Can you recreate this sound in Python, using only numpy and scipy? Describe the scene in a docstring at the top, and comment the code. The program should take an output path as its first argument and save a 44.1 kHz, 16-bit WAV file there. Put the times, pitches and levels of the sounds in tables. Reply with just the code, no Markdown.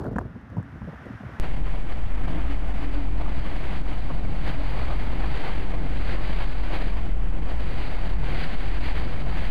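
"""A typhoon heard from two places. First a wet roadside: gusts buffet and pop on a bare microphone, which is
noise shaped into bursts, with low sagging thuds, over a hiss of filtered noise that draws near.
Then, at a stroke, the inside of a sheltered cabin: resonant noise booms, slow noise sways, wind roars in
shaped noise and moans in wavering tones, and flickering noise lashes the walls as sheets of rain.
There an overdriven narrow-band microphone with a steady offset fizzes faintly and is held down by a limiter."""
import sys
import numpy as np
from scipy import signal
from scipy.fft import rfft, irfft
from scipy.io import wavfile
from scipy.ndimage import uniform_filter1d, minimum_filter1d

SR = 44100
rng = np.random.default_rng(int(sys.argv[2]) if len(sys.argv) > 2 else 0)


def dump(signal):
    """Clip the signal to [-1, 1] and save it as 16-bit WAV at the path in sys.argv[1]."""
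    limited = np.clip(np.atleast_2d(signal).T, -1, 1)
    pcm = np.round(limited * 32767).astype(np.int16)
    wavfile.write(sys.argv[1], SR, pcm)


N = 418950
TIME_S = np.arange(N) / SR


def amp(db):
    """Decibels to a plain factor."""
    return 10 ** (np.asarray(db) / 20)


def rms_one(x):
    """Scales a signal to an rms of 1."""
    return x / np.sqrt(np.mean(x ** 2) + 1e-20)


def filtered(x, order, hz, kind):
    """Lets through only what is above, or between, the given frequencies."""
    return signal.sosfilt(signal.butter(order, hz, kind, fs=SR, output="sos"), x)


def in_time(rows):
    """Straight lines between the rows of a time table: one curve a column, one value a sample."""
    seconds, *columns = np.transpose(rows)
    return [np.interp(TIME_S, seconds, column) for column in columns]


def drift(rate):
    """Slow chance of spread 1 that changes about rate times a second."""
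    # smoothed noise is made at a twentieth of the sample rate; its first part, still settling, is dropped
    r = np.exp(-40 * np.pi * rate / SR)
    noise = rng.standard_normal(N // 20 + 4002)
    slow = signal.lfilter([1], [1, -2 * r, r * r], noise)[4000:]
    return np.interp(np.arange(N) / 20, np.arange(len(slow)), rms_one(slow))


def coloured(x, colour):
    """Shapes a signal by a (f/Hz, level/dB per Hz) table, steeply closed outside it; rms 1."""
    hz, db = np.transpose(colour)
    grid = np.maximum(np.fft.rfftfreq(N, 1 / SR), 1)
    octaves_outside = np.log2(np.maximum(grid / hz[-1], 1) * np.maximum(hz[0] / grid, 1))
    gain_db = np.interp(np.log(grid), np.log(hz), db) - 30 * octaves_outside
    return rms_one(irfft(rfft(x) * amp(gain_db), N))


def patchy(together, own_db, rate):
    """White noise whose octave bands share one flicker (dB) and add one of their own."""
    out, edges = 0, 20 * 2 ** np.arange(11)
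    spectrum, grid = rfft(rng.standard_normal(N)), np.fft.rfftfreq(N, 1 / SR)
    for low, high in zip(edges, edges[1:]):
        octave = irfft(spectrum * ((grid >= low) & (grid < high)), N)
        out = out + amp(together + own_db * drift(rate)) * octave
    return out


def resonant_noise(hz, width_hz):
    """Noise rings twice through one resonance; rms 1."""
    r = np.exp(-np.pi * width_hz / SR)
    stage = [1, 0, -1, 1, -2 * r * np.cos(2 * np.pi * hz / SR), r * r]
    # the first second, while the ringing builds up, is dropped
    return rms_one(signal.sosfilt([stage, stage], rng.standard_normal(N + SR))[SR:])


def evened(x, evenness):
    """A steadily driven sound swells less than free noise; rms 1."""
    envelope = np.abs(signal.hilbert(x))
    return rms_one(x / (envelope + 0.051) ** evenness)


def swell(peak_s, length, lean=0):
    """A bell-shaped rise and fall of height 1, one value a millisecond; length (s) is its width at half height."""
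    t = np.arange(N * 1000 // SR + 1) / 1000 - peak_s
    side_length = max(length, .01) * (1 - np.clip(lean, -.8, .8) * np.sign(t))
    return 2.0 ** -(2 * t / side_length) ** 2


def to_samples(per_ms):
    """One value a millisecond to one a sample."""
    return np.interp(TIME_S * 1000, np.arange(len(per_ms)), per_ms)


def swells_db(rows, lean=0, axis=1):
    """Decibels gained over time from (peak t/s, level/dB, length/s) rows; axis picks another dB column."""
    return to_samples(sum(row[axis] * swell(row[0], row[2], lean) for row in rows))


# Roadside hiss over time: (t/s, level/dB, further level/dB above 4 kHz)
HISS_LEVELS = [(0.0, -58, 0), (0.12, -56, -8), (0.24, -54.5, 0), (0.36, -55.5, -5), (0.48, -54.5, -4),
               (0.75, -51.5, -1.5), (1.052, -48.5, -4), (1.39, -47, -3)]
# Tone of the wet road: (f/Hz, level/dB per Hz)
HISS_COLOUR = [(400, -15.5), (700, -5.5), (1000, -6.5), (1400, -3.5), (1800, -6), (2400, -17),
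               (3500, -25.5), (4300, -32.5), (5600, -32), (7800, -41), (9400, -39), (11800, -43),
               (13500, -43), (15000, -45)]


def wet_hiss():
    """Water on the road makes a smooth far hiss that grows as it nears, while its treble wavers."""
    level_db, treble_db = in_time(HISS_LEVELS)
    hiss = coloured(patchy(0.34 * drift(5.6), 0.28, 19), HISS_COLOUR)
    treble = filtered(hiss, 3, 4000, "high")
    return amp(level_db) * (hiss + (amp(treble_db) - 1) * treble)


# Low thuds of air on the microphone port: (middle t/s, peak level/dB, middle f/Hz, length/s)
THUD_TABLE = [(0.169, -39, 264, 0.01), (0.187, -24, 247, 0.01), (0.219, -34, 149, 0.011),
              (0.571, -25, 186, 0.011), (0.586, -17, 139, 0.0097), (0.657, -40, 165, 0.018),
              (0.826, -31, 140, 0.011), (0.845, -35, 135, 0.018), (0.886, -30.5, 167, 0.028),
              (0.959, -37, 79.5, 0.023), (0.02, -31, 130, 0.01), (1.109, -29, 229, 0.011),
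              (1.134, -34, 110, 0.03), (1.153, -30.5, 100, 0.0085), (1.21, -33, 227, 0.0097),
              (1.236, -34, 160, 0.011), (1.253, -29, 150, 0.0075), (1.267, -27, 95, 0.012)]
THUD_SAG = 0.32   # share of its middle pitch that a thud loses over its length


def thuds():
    """Air thumps the port: each thud is a brief low swing that sags in pitch."""
    out = np.zeros(N)
    starts = rng.uniform(0, 2 * np.pi, len(THUD_TABLE))
    for (s, db, hz, length), start in zip(THUD_TABLE, starts):
        near = np.arange(max(round((s - .05) * SR), 0), round((s + .05) * SR))
        t = near / SR - s
        turns = hz * t * (1 - .5 * THUD_SAG * t / length)
        out[near] += amp(db) * 2.0 ** -(2 * t / length) ** 2 * np.sin(start + 2 * np.pi * turns)
    return out


# Eddies popping on the port: (start t/s, burst peak level/dB, top f/Hz of the burst, crack level/dB beside it)
POP_TABLE = [(0.008, -35, 1530, -20), (0.022, -34, 1300, -27), (0.042, -32, 1610, -21),
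             (0.055, -29, 1600, -32), (0.065, -29, 1400, -31), (0.09, -45, 1500, -28),
             (0.109, -41, 1200, -30), (0.130, -32, 1090, -28), (0.159, -26.5, 1690, -32),
             (0.163, -24.5, 1070, -29), (0.1835, -13.5, 1740, -29.5), (0.187, -19, 1210, -28),
             (0.199, -44, 1200, -34), (0.211, -34, 1200, -30), (0.353, -40, 1000, -34),
             (0.412, -45, 1800, -22), (0.500, -42, 1800, -18), (0.529, -49, 900, -30),
             (0.567, -29, 990, -29), (0.580, -34, 1200, -28), (0.597, -35.5, 1100, -33),
             (0.627, -38, 1800, -21), (0.816, -37, 1000, -34), (0.872, -39, 800, -32),
             (1.056, -44, 1800, -15), (1.205, -41, 900, -34)]
POP_S, POP_SNAP = 0.0054, 2.9   # fade time; how far the first push stands above the rest
CRACK_LOW_HZ, CRACK_HIGH_HZ = 4200, 7950
CRACK_RISE_S, CRACK_S = 0.0012, 0.0061   # the crack swells later than the burst
OVERTONE_DB, OVERTONE_LOW_HZ, OVERTONE_HIGH_HZ = 7, 2420, 3200   # a narrow band of the crack


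def pops():
    """An eddy bursts on the port: a short burst of dull noise with a faint crack on it."""
    out, t = np.zeros(N), np.arange(SR // 20) / SR
    fade = np.minimum(t / 0.00076, 1) * np.exp(-(t / POP_S) ** 2 * 2)
    first_push = 1 + POP_SNAP * np.exp(-(t / 0.0009 - 1) ** 2 * 4)
    crack_fade = np.minimum(t / CRACK_RISE_S, 1) * np.exp(-(t / CRACK_S) ** 2 * 2)
    noises = rng.standard_normal((len(POP_TABLE), len(t)))
    for (s, db, top_hz, crack_db), noise in zip(POP_TABLE, noises):
        dull = signal.cheby1(5, .5, [380, top_hz], "band", fs=SR, output="sos")
        burst = signal.sosfilt(dull, first_push * fade * np.sign(noise))
        overtone = filtered(noise, 2, [OVERTONE_LOW_HZ, OVERTONE_HIGH_HZ], "band")
        crack = filtered(noise, 1, [CRACK_LOW_HZ, CRACK_HIGH_HZ], "band") + amp(OVERTONE_DB) * overtone
        pop = burst / np.abs(burst).max() + amp(crack_db) * crack_fade * crack
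        out[round(s * SR):][:len(t)] += amp(db) * pop
    return out


# Gusts on the port: (middle t/s, length/s, body level/dB, sharp edges level/dB)
GUST_TABLE = [(-0, 0.043, -29, -31), (0.041, 0.017, -40, -33), (0.07, 0.029, -29.5, -32.5),
              (0.089, 0.019, -36, -42), (0.127, 0.031, -28, -37.5), (0.166, 0.014, -24, -36),
              (0.191, 0.013, -33, -33), (0.213, 0.023, -27.5, -34.5), (0.258, 0.039, -35, -45),
              (0.315, 0.03, -41, -54), (0.361, 0.032, -37.5, -47), (0.43, 0.08, -45, -61),
              (0.508, 0.027, -49, -62), (0.541, 0.047, -39, -50), (0.587, 0.043, -31.5, -43.5),
              (0.653, 0.046, -37, -61), (0.7, 0.04, -46, -61), (0.762, 0.059, -37, -54),
              (0.835, 0.043, -33.5, -58), (0.891, 0.033, -42, -41.5), (0.934, 0.027, -42, -47),
              (1.024, 0.05, -45, -53), (1.073, 0.04, -40.5, -45), (1.137, 0.037, -40, -49),
              (1.235, 0.026, -42, -46), (1.293, 0.051, -46, -51), (1.345, 0.042, -42, -59),
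              (1.397, 0.043, -46, -51)]
# Tone of the dull body: (f/Hz, level/dB per Hz)
BODY_COLOUR = [(30, -2), (55, 3.5), (120, 0), (200, -4), (270, -5.5), (340, -16), (600, -35)]
# Tone of the sharp edges: (f/Hz, level/dB per Hz)
SHARP_COLOUR = [(150, -13), (350, 1), (600, -4.5), (1000, -18), (1600, -27), (2500, -58)]
# Tone of the thin treble riding on the edges: (f/Hz, level/dB per Hz)
GUST_TREBLE_COLOUR = [(2500, -1), (4500, 3), (7500, -8), (12000, -8), (15000, -9)]
GUST_TREBLE_DB = -34   # beside the edges
LULL_DB, LULL_EDGES_DB = -50, -73   # body and edges between the gusts
GUST_LEAN = -0.3   # a gust strikes at once and trails off
BUFFET_EVENNESS = 0.1


def gust_gain(column, lull_db):
    """Adds up the gusts over a quiet floor, from one level column of the gust table."""
    gain = amp(lull_db)
    for row in GUST_TABLE:
        middle_s, length = row[:2]
        peak_s = middle_s + GUST_LEAN * length / 2
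        gain = gain + amp(row[column]) * swell(peak_s, length, GUST_LEAN)
    return to_samples(gain)


def buffeting():
    """Eddies hit the port in lumps; their sharp edges come as separate grains within the lumps."""
    lumps = drift(59)
    body = evened(coloured(patchy(1.5 * lumps, 0.77, 8.9), BODY_COLOUR), BUFFET_EVENNESS)
    body = filtered(body, 3, [45, 330], "band")   # the port passes little above or below
    edges = coloured(patchy(2.0 * lumps + 2.4 * drift(84), 0.51, 40), SHARP_COLOUR)
    treble = coloured(patchy(2.0 * lumps, 1.5, 60), GUST_TREBLE_COLOUR)
    edges = edges + amp(GUST_TREBLE_DB) * treble
    return gust_gain(2, LULL_DB) * body + gust_gain(3, LULL_EDGES_DB) * edges


# Tone of the slow pressure swings in the cabin: (f/Hz, level/dB per Hz)
SWAY_TONE = [(1, 8), (4, -20), (10, 18), (17, 0), (24, 0), (32, 5)]


def sway():
    """The cabin air sways in slow pressure swings, mostly too low to hear."""
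    return amp(-30) * coloured(rng.standard_normal(N), SWAY_TONE)


# Notes of the moan: (middle t/s, level/dB, length/s, f/Hz)
MOAN_NOTES = [(2.117, -52, 0.092, 232.4), (2.27, -45.5, 0.25, 250), (2.2, -50, 0.08, 312),
              (2.365, -41, 0.081, 305), (2.516, -38.5, 0.074, 281), (2.672, -46, 0.21, 283.5),
              (2.844, -37.5, 0.11, 282), (3, -37, 0.11, 281), (3.137, -39.5, 0.054, 293),
              (3.204, -42.5, 0.08, 303), (3.327, -48, 0.12, 278), (3.568, -43, 0.11, 290),
              (4.615, -40, 0.087, 284), (5.799, -53.5, 0.67, 283), (6.75, -44.5, 0.21, 320)]
MOAN_WANDER_HZ, MOAN_BREATH = 5.5, 0.22   # spread of the pitch; share of breathy noise
PANEL_HZ, PANEL_WIDTH_HZ, PANEL_DB = 250, 19, -53.5   # a panel that keeps humming


def moan():
    """Wind over gaps sings unsteady, breathy notes that may overlap; a panel hums below them."""
    wander = 2 * np.pi * np.cumsum(MOAN_WANDER_HZ * drift(19.5)) / SR
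    breath = 1 + MOAN_BREATH * (drift(32) + 1j * drift(30))
    breath = np.sqrt(2) * amp(2.0 * drift(29.0)) * breath   # the root turns rms levels into peaks
    out = amp(PANEL_DB) * resonant_noise(PANEL_HZ, PANEL_WIDTH_HZ)
    for s, db, length, hz in MOAN_NOTES:
        near = slice(int((s - 1.5 * length) * SR), int((s + 1.5 * length) * SR))
        t = TIME_S[near]
        note = np.real(breath[near] * np.exp(1j * (2 * np.pi * hz * t + wander[near])))
        out[near] += amp(db) * 2.0 ** -(2 * (t - s) / length) ** 2 * note
    return out


# Boom and roar over time: (t/s, boom level/dB, roar level/dB)
STORM_LEVELS = [(1.42, -26, -37), (1.47, -35, -39), (1.55, -27, -37.5), (1.85, -29, -37),
                (2.05, -23.5, -43.5), (2.3, -29.5, -36.5), (2.45, -25, -40.5), (2.85, -29.5, -37),
                (3.05, -24.5, -39.5), (3.18, -28, -37.5), (3.75, -30.5, -38), (4.3, -27.5, -35.5),
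                (4.47, -31, -39.5), (4.65, -29, -40.5), (5.25, -24.5, -36), (5.43, -34, -37.5),
                (5.58, -26.5, -39), (5.72, -31, -42.5), (5.9, -26.5, -37), (6.65, -28.5, -40),
                (7.1, -24.5, -38), (7.5, -27, -42), (7.8, -29.5, -36), (7.9, -29.5, -40),
                (8.15, -25, -37.5), (8.55, -31.5, -40.5), (8.7, -26.5, -38.5), (8.9, -26, -43.5),
                (9.2, -31.5, -35), (9.4, -24.5, -38.5), (9.5, -28.5, -40)]
BOOM_HZ, BOOM_WIDTH_HZ, BOOM_EVENNESS = 38.8, 26.6, 0.57
CORE_HZ, CORE_WIDTH_HZ, CORE_DB = 42, 6.6, -2.7   # the sharper heart of the boom, level beside the rest


def boom(eddies):
    """Gusts shake the cabin, and its air booms at a low resonance."""
    boom_db = in_time(STORM_LEVELS)[0]
    core = amp(CORE_DB) * resonant_noise(CORE_HZ, CORE_WIDTH_HZ)
    air = evened(resonant_noise(BOOM_HZ, BOOM_WIDTH_HZ) + core, BOOM_EVENNESS)
    return amp(boom_db + 0.68 * drift(7.1) + 0.85 * eddies) * air


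# Surges of the roar: (peak t/s, gained level/dB, length/s)
ROAR_SURGES = [(1.758, 1.5, 0.072), (2.362, 3, 0.097), (3.281, 0, 0.13), (5.171, 1.5, 0.11),
               (5.763, 7.5, 0.27), (6.869, 5.5, 0.07), (7.073, 5, 0.066), (7.38, 8.5, 0.097),
               (7.704, -0.5, 0.083), (8.382, 4, 0.061), (8.54, 6.5, 0.045), (8.834, 4, 0.089),
               (9.046, 5, 0.058)]
# Tone of the roar: (f/Hz, level/dB per Hz)
ROAR_TONE = [(18, -33), (60, -4.5), (72, -6), (83, -0.5), (95, -7.5), (104, -5.5), (118, -4.5), (150, -1),
             (180, -4), (230, -10.5), (300, -9), (420, -17.5), (800, -20), (1500, -37)]
# The roar's lowest part over time: (t/s, level/dB added below LOW_ROAR_HZ)
LOW_ROAR_LEVELS = [(1.42, 0.5), (1.9, -2.5), (2.3, 5), (2.8, -2), (3.3, 1.5), (3.8, 2.5), (4.3, 4),
                   (4.7, 5.5), (5.1, 0), (5.6, -1.5), (6.1, 0), (6.6, -1), (7.1, -1), (7.6, 1), (8.2, 1.5),
                   (8.7, -3), (9.1, 6), (9.5, -2.5)]
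LOW_ROAR_HZ = 129
ROAR_FOLLOWS = 0.42   # dB of roar gained per dB of rain


def roar(more_rain_db, eddies):
    """Turbulent wind roars as flickering low noise that grows with the rain."""
    roar_db = in_time(STORM_LEVELS)[1] + ROAR_FOLLOWS * more_rain_db + swells_db(ROAR_SURGES)
    wind = amp(roar_db) * coloured(patchy(1.02 * drift(27) + 1.26 * eddies, 0.5, 6.8), ROAR_TONE)
    low = signal.sosfiltfilt(signal.butter(2, LOW_ROAR_HZ, fs=SR, output="sos"), wind)
    return wind + (amp(in_time(LOW_ROAR_LEVELS)[0]) - 1) * low


# Rain between the lashes: (t/s, hiss level/dB, level/dB added to the drumming, level/dB added to the top octave)
RAIN_LEVELS = [(1.42, -47.5, -2.5, -1.5), (2.25, -50.5, 1.5, -4.5), (3.22, -46, 0.5, 0.5),
               (3.58, -44.5, 1.5, 0.5), (4.01, -48, -2.5, 1), (4.28, -48, 1.5, 0.5), (4.61, -45, 2, 1.5),
               (5.51, -40.5, 1.5, 1), (5.74, -49.5, 1, -0.5), (5.96, -44, -2.5, 1), (6.19, -39, 2, 2),
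               (6.48, -45.5, -1.5, 2.5), (6.82, -43.5, 4.5, 2), (7.04, -47.5, -1, -1),
               (7.27, -49.5, 0.5, -4.5), (7.79, -48, 1.5, 2.5), (8.28, -40.5, -0.5, 1), (8.42, -43, -1, 3),
               (9.27, -44, 1.5, 1), (9.5, -42.5, -3, 0)]
# Brief lulls of the rain: (peak t/s, gained level/dB, length/s)
RAIN_LULLS = [(1.624, -5.5, 0.049), (2.032, -1.5, 0.075), (2.588, -2.5, 0.028), (3.127, -4, 0.14),
              (3.833, -6, 0.043), (4.204, -2, 0.067), (4.581, -4, 0.035), (5.115, -2, 0.33),
              (6.193, -6.5, 0.064), (6.47, -1, 0.027), (6.616, -3.5, 0.021), (7.161, -3.5, 0.059),
              (8.192, -7, 0.1), (8.48, -2, 0.03), (8.57, -3, 0.044), (8.799, -5.5, 0.043),
              (9.242, -6.5, 0.038)]
# Sheets of rain lashing the walls: (peak t/s, gained hiss level/dB, length/s, gained drumming level/dB)
RAIN_LASHES = [(1.45,6,0.035,11.5), (1.665,4.5,0.041,5), (1.751,2,0.039,3.5), (1.842,-4,0.021,-6),
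               (1.919,6,0.031,9), (2.334,5,0.31,4.5), (2.524,5.5,0.052,2.5), (2.835,4,0.055,3),
               (2.946,1.5,0.019,3), (3.21,2,0.022,9), (3.275,-5,0.033,2), (3.47,1.5,0.02,3),
               (3.741,3,0.11,2.5), (3.932,1,0.15,4), (4.106,1.5,0.031,9), (4.487,8,0.062,3.5),
               (4.794,2,0.068,4), (4.918,1.5,0.051,6), (5.24,2,0.041,5), (5.358,2,0.036,2),
               (5.476,1,0.074,3), (5.735,4,0.047,7), (6.12,1.5,0.033,3), (6.42,5,0.065,5.5),
               (6.756,7,0.054,4), (6.866,3.5,0.078,-3.5), (6.93,-1.5,0.04,-2.5), (6.984,3,0.039,4),
               (7.509,6,0.044,7), (7.604,5,0.018,4), (7.81,5.5,0.21,2), (8.36,2.5,0.033,3),
               (8.428,7,0.078,4), (8.53,3,0.048,0.5), (8.863,6,0.1,3), (8.98,4.5,0.047,4.5),
               (9.379,4,0.045,3), (9.453,3,0.028,2)]
LASH_LEAN = 0.17   # a lash builds slowly and stops short: share of its length moved from the fall to the rise
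MIDDLING_RAIN_DB = -47.5
DRUM_FOLLOWS = 0.67   # dB of drumming gained per dB of rain, before the lashes


def rain_levels():
    """Wind drives the rain in sheets: how far it is above middling rain, and what drumming and top gain (dB)."""
    rain_db, drum_db, top_db = in_time(RAIN_LEVELS)
    more_db = rain_db + swells_db(RAIN_LULLS) - MIDDLING_RAIN_DB
    drum_db = drum_db + DRUM_FOLLOWS * more_db + swells_db(RAIN_LASHES, LASH_LEAN, axis=3)
    return more_db + swells_db(RAIN_LASHES, LASH_LEAN), drum_db, top_db


# Tone of the rain's hiss: (f/Hz, level/dB per Hz)
RAIN_TONE = [(600, -19), (1100, -9.5), (1500, 1.5), (2150, 2.5), (2700, -3), (3190, -4.5), (3600, -11)]
# Tone of the drumming walls: (f/Hz, level/dB per Hz)
DRUM_TONE = [(300, -4), (450, -4.5), (750, -1.5), (1000, -5.5), (1300, -8)]
# Tone of the top octave of the rain: (f/Hz, level/dB per Hz)
TOP_TONE = [(2600, -7.5), (3300, -6), (3800, 1), (4300, 1), (5300, -5.5)]
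DRUM_DB = -45   # at middling rain
TOP_DB, TOP_FOLLOWS = -60.5, 0.87   # base level, and dB gained per dB of rain
TOP_BITE = 0.15   # further dB of top octave per dB of rain, from 6.5 dB below middling upwards


def rain_drops():
    """About 9000 drops a second, each a one-sample jump in loudness of chance size."""
    sizes = amp(2.0 * np.minimum(rng.exponential(1, N), 5))
    return 1 + 0.12 * sizes * (rng.random(N) < 9000 / SR)


def rain_sheets(more_db, drum_db, top_db, eddies):
    """Dense drops flutter with the gusts: they drum on the walls and hiss; gives the rain and its bare spray."""
    flutter = 0.19 * drift(3.8) + 0.91 * eddies
    drops = rain_drops()
    spray = patchy(flutter, 0.3, 23) * drops
    mist = patchy(flutter + 0.29 * drift(25.0), 1.1, 24) * drops
    hiss = amp(MIDDLING_RAIN_DB + more_db) * coloured(spray, RAIN_TONE)
    drum = amp(DRUM_DB + drum_db) * coloured(mist, DRUM_TONE)
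    top_db = TOP_DB + top_db + TOP_FOLLOWS * more_db + TOP_BITE * np.maximum(more_db + 6.5, 0)
    top = amp(top_db) * coloured(mist, TOP_TONE)
    return hiss + drum + top, spray


# Tone of the distorted fizz above the microphone's band: (f/Hz, level/dB per Hz)
FIZZ_TONE = [(4500, 2), (7000, -2), (10000, -4.5), (13000, -7.5), (15500, -13)]
FIZZ_DB, FIZZ_FOLLOWS = -66.5, 0.64   # level at middling rain, and dB gained per dB of rain


def microphone_fizz(spray, more_rain_db):
    """The overdriven microphone adds a faint distorted fizz above the band, which follows the rain's level."""
    return amp(FIZZ_DB + FIZZ_FOLLOWS * more_rain_db) * coloured(spray, FIZZ_TONE)


CEILING, KNEE = .132, 4   # a higher knee bends more sharply at the ceiling
LIMITER_S, DRIVE_DB = 0.0065, 1   # time window; boost ahead of the limiter


def limiter(x):
    """Gain sinks gradually around each peak, so that large swings are squeezed towards the ceiling."""
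    span = int(LIMITER_S * SR)
    driven = amp(DRIVE_DB) * x
    peak = -minimum_filter1d(-np.abs(driven), span)
    gain = (1 + (peak / CEILING) ** KNEE) ** (-1 / KNEE)
    return driven * uniform_filter1d(gain, span)


SWITCH_S, SETTLE_S = 1.399, .006   # when the cabin begins; how long its sound takes to open
BAND_EDGE_HZ, OFFSET = 4874, -.135


def cabin():
    """The shaken cabin booms and sways; the microphone passes a narrow band into a limiter."""
    more_rain_db, drum_db, top_db = rain_levels()
    eddies = drift(31)   # one fast flutter shakes boom, roar and rain together
    rain, spray = rain_sheets(more_rain_db, drum_db, top_db, eddies)
    mix = sway() + moan() + boom(eddies) + roar(more_rain_db, eddies) + rain
    band = signal.sosfilt(signal.ellip(7, .5, 40, BAND_EDGE_HZ, fs=SR, output="sos"), mix)
    opened = np.clip((TIME_S - SWITCH_S) / SETTLE_S, 0, 1)   # the sound opens from the bare offset
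    return OFFSET + opened * limiter(band + microphone_fizz(spray, more_rain_db))


def scene():
    """The roadside, its lowest bass thinned at the port, then at a stroke the cabin."""
    roadside = wet_hiss() + thuds() + pops() + buffeting()
    roadside = filtered(roadside, 2, 48, "high")
    return np.where(np.arange(N) < SWITCH_S * SR, roadside, cabin())[None]


def record(dry):
    """A steep filter cuts the treble above 15.1 kHz."""
    return signal.sosfilt(signal.ellip(9, .1, 50, 15100, fs=SR, output="sos"), dry)


dry = scene()
out = record(dry)
dump(out)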